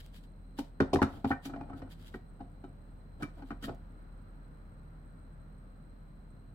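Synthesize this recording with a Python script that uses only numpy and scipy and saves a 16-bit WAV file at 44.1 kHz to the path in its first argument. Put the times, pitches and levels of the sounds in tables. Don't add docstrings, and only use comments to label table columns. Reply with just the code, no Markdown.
import sys
import numpy as np
from scipy import signal
from scipy.fft import rfft, irfft, next_fast_len
from scipy.io import wavfile

SR = 44100
rng = np.random.default_rng(int(sys.argv[2]) if len(sys.argv) > 2 else 0)


def digitize_waveform(pressure):
    field = np.atleast_2d(pressure).T
    bounded = np.clip(field, -1, 1)
    quanta = np.round(bounded * 32767).astype(np.int16)
    wavfile.write(sys.argv[1], SR, quanta)


N = 288414

# t/s, force/dB, hardness (0 cushioned, 1 bare edge), nearness to the stiff rim/dB,
# pitch favoured by the spot that is hit/Hz
CONTACTS = [(0.586, -34.5, 0.72, -5.5, 249), (0.8016, -23.5, 0.29, 1, 354), (0.931, -24.5, 0.67, -13, 376),
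            (0.956, -26.5, 0.21, -3.5, 365), (1.0165, -23, 0.23, -1, 277), (1.025, -29, 0.64, 7, 1310),
            (1.243, -29, 0.14, -4, 800), (1.3036, -29.5, 0.1, -5.5, 266), (1.312, -36.5, 0.04, 12, 1440),
            (1.453, -41.5, 0.94, -2, 280), (1.493, -45.5, 0.093, -0.5, 290), (1.534, -43, 0, 2.5, 1430),
            (1.559, -44, 0.11, -7, 272), (1.608, -43.5, 0.16, -4.5, 282), (1.695, -47, 0, -5, 806),
            (1.728, -48.5, 0, 3, 1470), (1.817, -46, 0.21, -3, 278), (2.139, -43, .3, 3.5, 298),
            (2.403, -47, 0.079, -8.5, 750), (2.637, -46.5, 0.24, -2.5, 287), (3.222, -40, 0.77, 6.5, 1520),
            (3.2278, -40.5, 0.73, 7, 282), (3.419, -48, 0.3, -1.5, 276), (3.504, -40, 0.23, 3.5, 280),
            (3.513, -47, 0.12, 2.5, 1630), (3.624, -47.5, 0.96, 2.5, 270), (3.638, -44.5, 0.74, 6, 1300),
            (3.679, -41.5, 0, 1, 1300), (3.688, -40, 0, -4, 368)]
ORDINARY_DB = -32
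# f/Hz, level/dB, time to fade by 60 dB/s
BOWL_TONES = [(225, -10.5, 0.062), (265.5, 1.5, 0.094), (294, 0.5, 0.073), (371.5, 1, 0.085),
              (475, -12, 0.097), (632, -0.5, 0.042), (705, 3, 0.12), (811.7, 4.5, 0.061), (988, -26, 0.18),
              (1150, -18, 0.027), (1307, -1, 0.077), (1467, 4, 0.044), (1527, -11.5, 0.093),
              (1873, -5.5, 0.05), (2340, -12.5, 0.12), (2430, -12, 0.072), (3004, -7, 0.11),
              (3730, -11, 0.14), (4280, -4, 0.057), (5350, -40, 0.083)]
# f/Hz, likeness (1 same, -1 opposite)
NEAR_LIKENESS = [(100, 1), (300, 0.89), (700, 0.48), (1400, 0.26), (3000, -0.32), (8000, 0.15)]


def from_db(db):
    return 10 ** (np.asarray(db) / 20)


def rms_one(x):
    return x / np.sqrt(np.mean(x ** 2) + 1e-20)


def at_hz(points, hz):
    f, value = np.transpose(points)
    return np.interp(np.log(np.maximum(hz, 1)), np.log(f), value)


def add(out, s, sound):
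    start = max(round(s * SR), 0)
    out[:, start:start + sound.shape[-1]] += sound[:, :N - start]


def band(x, low, high):
    return signal.sosfilt(signal.butter(3, [low, high], "band", fs=SR, output="sos"), x)


def resonance(x, hz, width_hz):
    r = np.exp(-np.pi * width_hz / SR)
    feedback = [1, -2 * r * np.cos(2 * np.pi * hz / SR), r * r]
    return signal.lfilter(np.array([1, 0, -1]) * (1 - r * r) / 2, feedback, x)


def ring(force, hz, fade_s):
    r, w = from_db(-60 / (fade_s * SR)), 2 * np.pi * hz / SR
    return signal.lfilter([0, np.sin(w)], [1, -2 * r * np.cos(w), r * r], force + 1e-18)


def stereo_noise(spectrum, likeness, size):
    hz = np.fft.rfftfreq(size, 1 / SR)
    mid, side = rfft(rng.standard_normal((2, size)))
    alike = np.clip(at_hz(likeness, hz), -1, 1)
    both = np.sqrt(1 + alike) * mid + np.sqrt(1 - alike) * side * [[1], [-1]]
    return rms_one(irfft(both * from_db(at_hz(spectrum, hz)), size))


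def long_noise(spectrum, likeness):
    return stereo_noise(spectrum, likeness, size=next_fast_len(N, True))[:, :N]


def graininess(spread_db, per_s, size):
    steps = np.arange(size) * per_s / SR
    heights = rng.standard_normal(size // 10 + 2)
    return rms_one(from_db(spread_db * np.interp(steps, np.arange(len(heights)), heights)))


def room_noise():
    # t/s, level/dB
    air_level = [(0, -55.5), (2.0, -54.5), (3.7, -54), (3.8, -53.5), (6.5, -55.5)]
    rush_level = [(0, -76), (3.7, -71.5), (3.8, -69), (5.0, -68.5), (6.5, -72.5)]
    # f/Hz, level/dB
    air_spectrum = [(20, -16), (32, -1.5), (55, -0.5), (95, 2), (122, -1.5), (162, 1.5), (185, -9.5),
                    (250, -5), (370, -15.5), (550, -15), (1400, -27.5), (2600, -36.5), (4500, -45.5),
                    (7000, -54), (9500, -63), (14500, -48.5)]
    rush_spectrum = [(200, -5), (500, 4), (1400, 16.5), (2400, -3.5), (5000, -78), (16000, -62.5)]
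    # f/Hz, likeness (-1 to 1)
    likeness = [(40, 0.54), (150, 0.97), (300, 0.68), (650, 0.028), (1400, -0.29), (3000, 0.2),
                (12000, -0.14)]
    t = np.arange(N) / SR
    air = from_db(np.interp(t, *np.transpose(air_level))) * long_noise(air_spectrum, likeness)
    rush = from_db(np.interp(t, *np.transpose(rush_level))) * long_noise(rush_spectrum, likeness)
    return air + rush


def hum(steady):
    # f/Hz, width/Hz, level/dB, left over right/dB
    tones = [(39.7, 1, -52, 0), (79.4, 3, -65, 0), (159, 10, -68, 0), (200, 6, -66, 0)]
    t, out = np.arange(N) / SR, 0
    for hz, width_hz, db, pan_db in tones:
        smooth = signal.butter(2, width_hz / 2, fs=1000, output="sos")
        wander = signal.sosfilt(smooth, rng.standard_normal((2, 9000)))[:, 2000:]
        swell, drift = [np.interp(t * 1000, np.arange(len(w)), rms_one(w)) for w in wander]
        phase = 2 * np.pi * hz * t
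        tone = rms_one((steady + swell) * np.sin(phase) + drift * np.cos(phase))
        out += tone * from_db(db + np.array([[pan_db], [-pan_db]]) / 2)
    return out


def whine(pitch_hz):
    # multiple of the pitch, width/Hz, level/dB, left over right/dB
    bands = [(1, 57, -86, -8), (2, 70, -84.5, -10.5), (3, 1600, -94.5, -5.5)]
    out = 0
    for multiple, width_hz, db, pan_db in bands:
        hz = multiple * pitch_hz
        hiss = resonance(rng.standard_normal((2, N)), hz, width_hz)
        tone = rms_one(resonance(hiss, hz, width_hz=820))
        out += tone * from_db(db + np.array([[pan_db], [-pan_db]]) / 2)
    return out


def kitchen_echo(x, first_echo_s):
    # f/Hz, time to fade by 60 dB/s
    fade_times = [(100, 0.07), (300, 0.17), (800, 0.28), (2000, 0.26), (5000, 0.25), (15000, 0.15)]
    # f/Hz, level/dB
    levels = [(100, -14.5), (300, -30), (800, -22), (2000, -26), (5000, -16), (15000, -16.5)]
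    t = np.arange(SR // 2) / SR
    noise = stereo_noise([(20, 0), (20000, 0)], NEAR_LIKENESS, size=len(t))
    build_up = np.clip(t / first_echo_s - 1, 0, 1)
    response = 0
    for low in 62.5 * 2 ** np.arange(8):
        centre = low * np.sqrt(2)
        tail = band(noise, low, 2 * low) * from_db(-60 * t / at_hz(fade_times, centre)) * build_up
        response += from_db(at_hz(levels, centre)) * tail / np.sqrt(np.sum(tail ** 2) / 2)
    return signal.fftconvolve(x, response, axes=1)[:, :N]


def dry_clicks():
    # t/s, level before softening/dB
    clicks = [(0.0631, -33.5), (3.7485, -41), (3.755, -47)]
    out = np.zeros((1, N))
    for s, db in clicks:
        add(out, s, from_db([[db]]))
    return signal.lfilter([.5], [1, -.5], out)


def slides(rim_db, hiss_db):
    # middle t/s, half length/s, level/dB
    strokes = [(0.005, 0.0088, -56.5), (0.049, 0.045, -69), (0.163, 0.027, -60), (0.244, .012, -68),
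               (0.595, 0.016, -52), (0.64, 0.052, -72.5), (1.143, 0.065, -65.5), (1.295, 0.033, -58),
               (1.458, 0.021, -51), (1.784, 0.02, -66), (1.921, 0.02, -60), (2.02, 0.034, -65),
               (2.077, 0.021, -59), (2.149, 0.021, -64.5), (3.228, 0.023, -61.5), (3.385, 0.037, -73),
               (3.482, 0.024, -69), (3.648, .019, -47)]
    # f/Hz, level/dB
    rasp_spectrum = [(500, -7), (1500, -1), (2400, 0), (3400, -1), (4800, -4), (6500, -10), (10000, -13.5),
                     (16000, -35)]
    hiss_spectrum = [(2000, -33), (5000, -7.5), (7000, -11), (12000, 2), (16000, -2)]
    # f/Hz, width/Hz, level/dB
    rim_tones = [(1750, 220, 0), (2170, 71, -6), (3186, 300, 4.5), (3780, 540, 0), (4640, 190, 1),
                 (7700, 1200, 0), (11060, 340, 11)]
    t = np.arange(N) / SR
    pressure = sum(from_db(db) * np.exp(-np.minimum(((t - s) / half_s) ** 2, 20))
                   for s, half_s, db in strokes)
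    friction = long_noise(rasp_spectrum, NEAR_LIKENESS)
    rim = sum(from_db(db) * resonance(friction, hz, width_hz) for hz, width_hz, db in rim_tones)
    rasp = rms_one(friction + from_db(rim_db) * rim)
    grains = graininess(spread_db=3.0, per_s=670, size=N)
    hiss = from_db(hiss_db) * long_noise(hiss_spectrum, NEAR_LIKENESS)
    return grains * pressure * (rasp + hiss)


def squeak(s, half_s, hz, fall_hz_per_s, db):
    t = np.arange(N) / SR - s
    phase = 2 * np.pi * (hz * t - fall_hz_per_s * t * t / 2)
    swell = np.exp(-np.minimum((t / half_s) ** 2, 20))
    return from_db(db) * swell * (np.sin(phase) + 0.098 * np.sin(2 * phase))


def turning_effort(grip_s=0.018, ease_db_per_s=16, release_db_per_s=398):
    # start t/s, length/s, level/dB
    turns = [(0.868, 0.32, -48.5), (1.458, 0.41, -49.5), (2.39, 0.014, -48.5), (3.188, 0.053, -50),
             (3.363, 0.049, -54), (3.666, 0.031, -42.5)]
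    effort = 0
    for s, length_s, db in turns:
        t = np.maximum(np.arange(N) / SR - s, 0)
        fall_db = ease_db_per_s * t + release_db_per_s * np.maximum(t - length_s, 0)
        effort += np.minimum(t / grip_s, 1) * from_db(db - fall_db)
    return effort


def grind(shell_db):
    # f/Hz, level/dB
    spectrum = [(100, 9), (250, 4), (800, -1), (1600, -11.5), (2200, -17.5), (5000, -35), (16000, -84)]
    slips = graininess(spread_db=4.5, per_s=170, size=N) * long_noise(spectrum, NEAR_LIKENESS)
    bowl = sum((-1) ** k * from_db(db) * resonance(slips, hz, np.log(1000) / (np.pi * fade_s))
               for k, (hz, db, fade_s) in enumerate(BOWL_TONES))
    return turning_effort() * rms_one(bowl + from_db(shell_db) * slips)


def thuds(ordinary_thud_db, growth, glance_db):
    # f/Hz, level/dB, time to fade by 60 dB/s
    base_tones = [(64, 0, .17), (80, -1, .15), (132, -11, .15)]
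    force = np.zeros((1, N))
    for s, force_db, hardness, *_ in CONTACTS:
        push_db = ordinary_thud_db + growth * (force_db - ORDINARY_DB) + glance_db * hardness
        add(force, s, from_db([[push_db]]))
    return sum(from_db(db) * ring(force, hz, fade_s) for hz, db, fade_s in base_tones)


def bowl_ring(t, spread_db, detune, scatter_hz):
    hz, level_db, fade_s = np.transpose(BOWL_TONES)[:, :, None]
    strength, bend, offset = rng.standard_normal((3, len(hz), 1))
    swing = from_db(level_db + spread_db * strength - 60 * t / fade_s)
    scatter = np.minimum((hz / scatter_hz) ** 2, 1)
    phase = 2 * np.pi * (hz * (1 + detune * bend) * t + scatter * offset)
    return np.array([np.sum(swing * np.sin(phase + side * scatter * np.pi / 4), axis=0)
                     for side in (1, -1)])


def knock(levels_db, chatter_s, attack_s, favoured_hz, shell_db):
    # f/Hz, level/dB
    shell_spectrum = [(100, -10), (200, 2.5), (350, -3.5), (500, 0), (800, -4.5), (1500, -1.5), (2000, -15),
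                      (3000, -5.5), (5000, -11), (7000, -22), (10000, -23.5), (16000, -37)]
    borders = [145, 480, 1100, 2200, 6000, 15900]
    t = np.arange(SR // 6) / SR
    chatter = graininess(spread_db=6.0, per_s=968, size=len(t)) * np.exp(-t / max(chatter_s, .002))
    shell = from_db(shell_db) * chatter * stereo_noise(shell_spectrum, NEAR_LIKENESS, size=len(t))
    bowl = bowl_ring(t, spread_db=6.0, detune=0.012, scatter_hz=1260)
    sound = (shell + bowl) * (1 - np.exp(-t / attack_s))
    sound += from_db(4) * resonance(sound, favoured_hz, width_hz=favoured_hz / 4.7)
    out = 0
    for low, high, db in zip(borders, borders[1:], levels_db):
        part = band(sound, low, high)
        out += from_db(db) * part / np.std(part[:, :SR // 50])
    return out


def knocks():
    # level when cushioned/dB, change for a bare edge/dB, share of the nearness to the rim
    bands = [(0, 0.5, 0), (-4, -8, -.5), (-8, -1.5, 1), (-28, 17, 0), (-43.5, 30.5, 0)]
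    soft_db, edge_db, rim_share = np.transpose(bands)
    out = np.zeros((2, N))
    for s, force_db, hardness, rim_db, favoured_hz in CONTACTS:
        levels_db = force_db + soft_db + hardness * edge_db + rim_db * rim_share
        extra_db = force_db - ORDINARY_DB
        chatter_s = 0.0098 * from_db(0.21 * extra_db)
        attack_s = 0.00093 * from_db(4.5 * (1 - hardness) - 0.63 * extra_db)
        add(out, s, knock(levels_db, chatter_s, attack_s, favoured_hz, shell_db=10.5))
    return out


def scene():
    parts = knocks() + thuds(ordinary_thud_db=-46.5, growth=1.45, glance_db=-13)
    parts += grind(shell_db=-8.0) + slides(rim_db=4, hiss_db=-8.5)
    parts += squeak(s=.995, half_s=.006, hz=975, fall_hz_per_s=6000, db=-30)
    parts *= from_db([[.5], [-.5]])
    echo = kitchen_echo(parts, first_echo_s=0.006)
    background = room_noise() + hum(steady=7) + whine(pitch_hz=4085)
    return parts + echo + dry_clicks() + background


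def record(dry):
    cutoff_hz = 15900
    return signal.sosfilt(signal.ellip(10, .1, 80, cutoff_hz, fs=SR, output="sos"), dry)


dry = scene()
out = record(dry)
digitize_waveform(out)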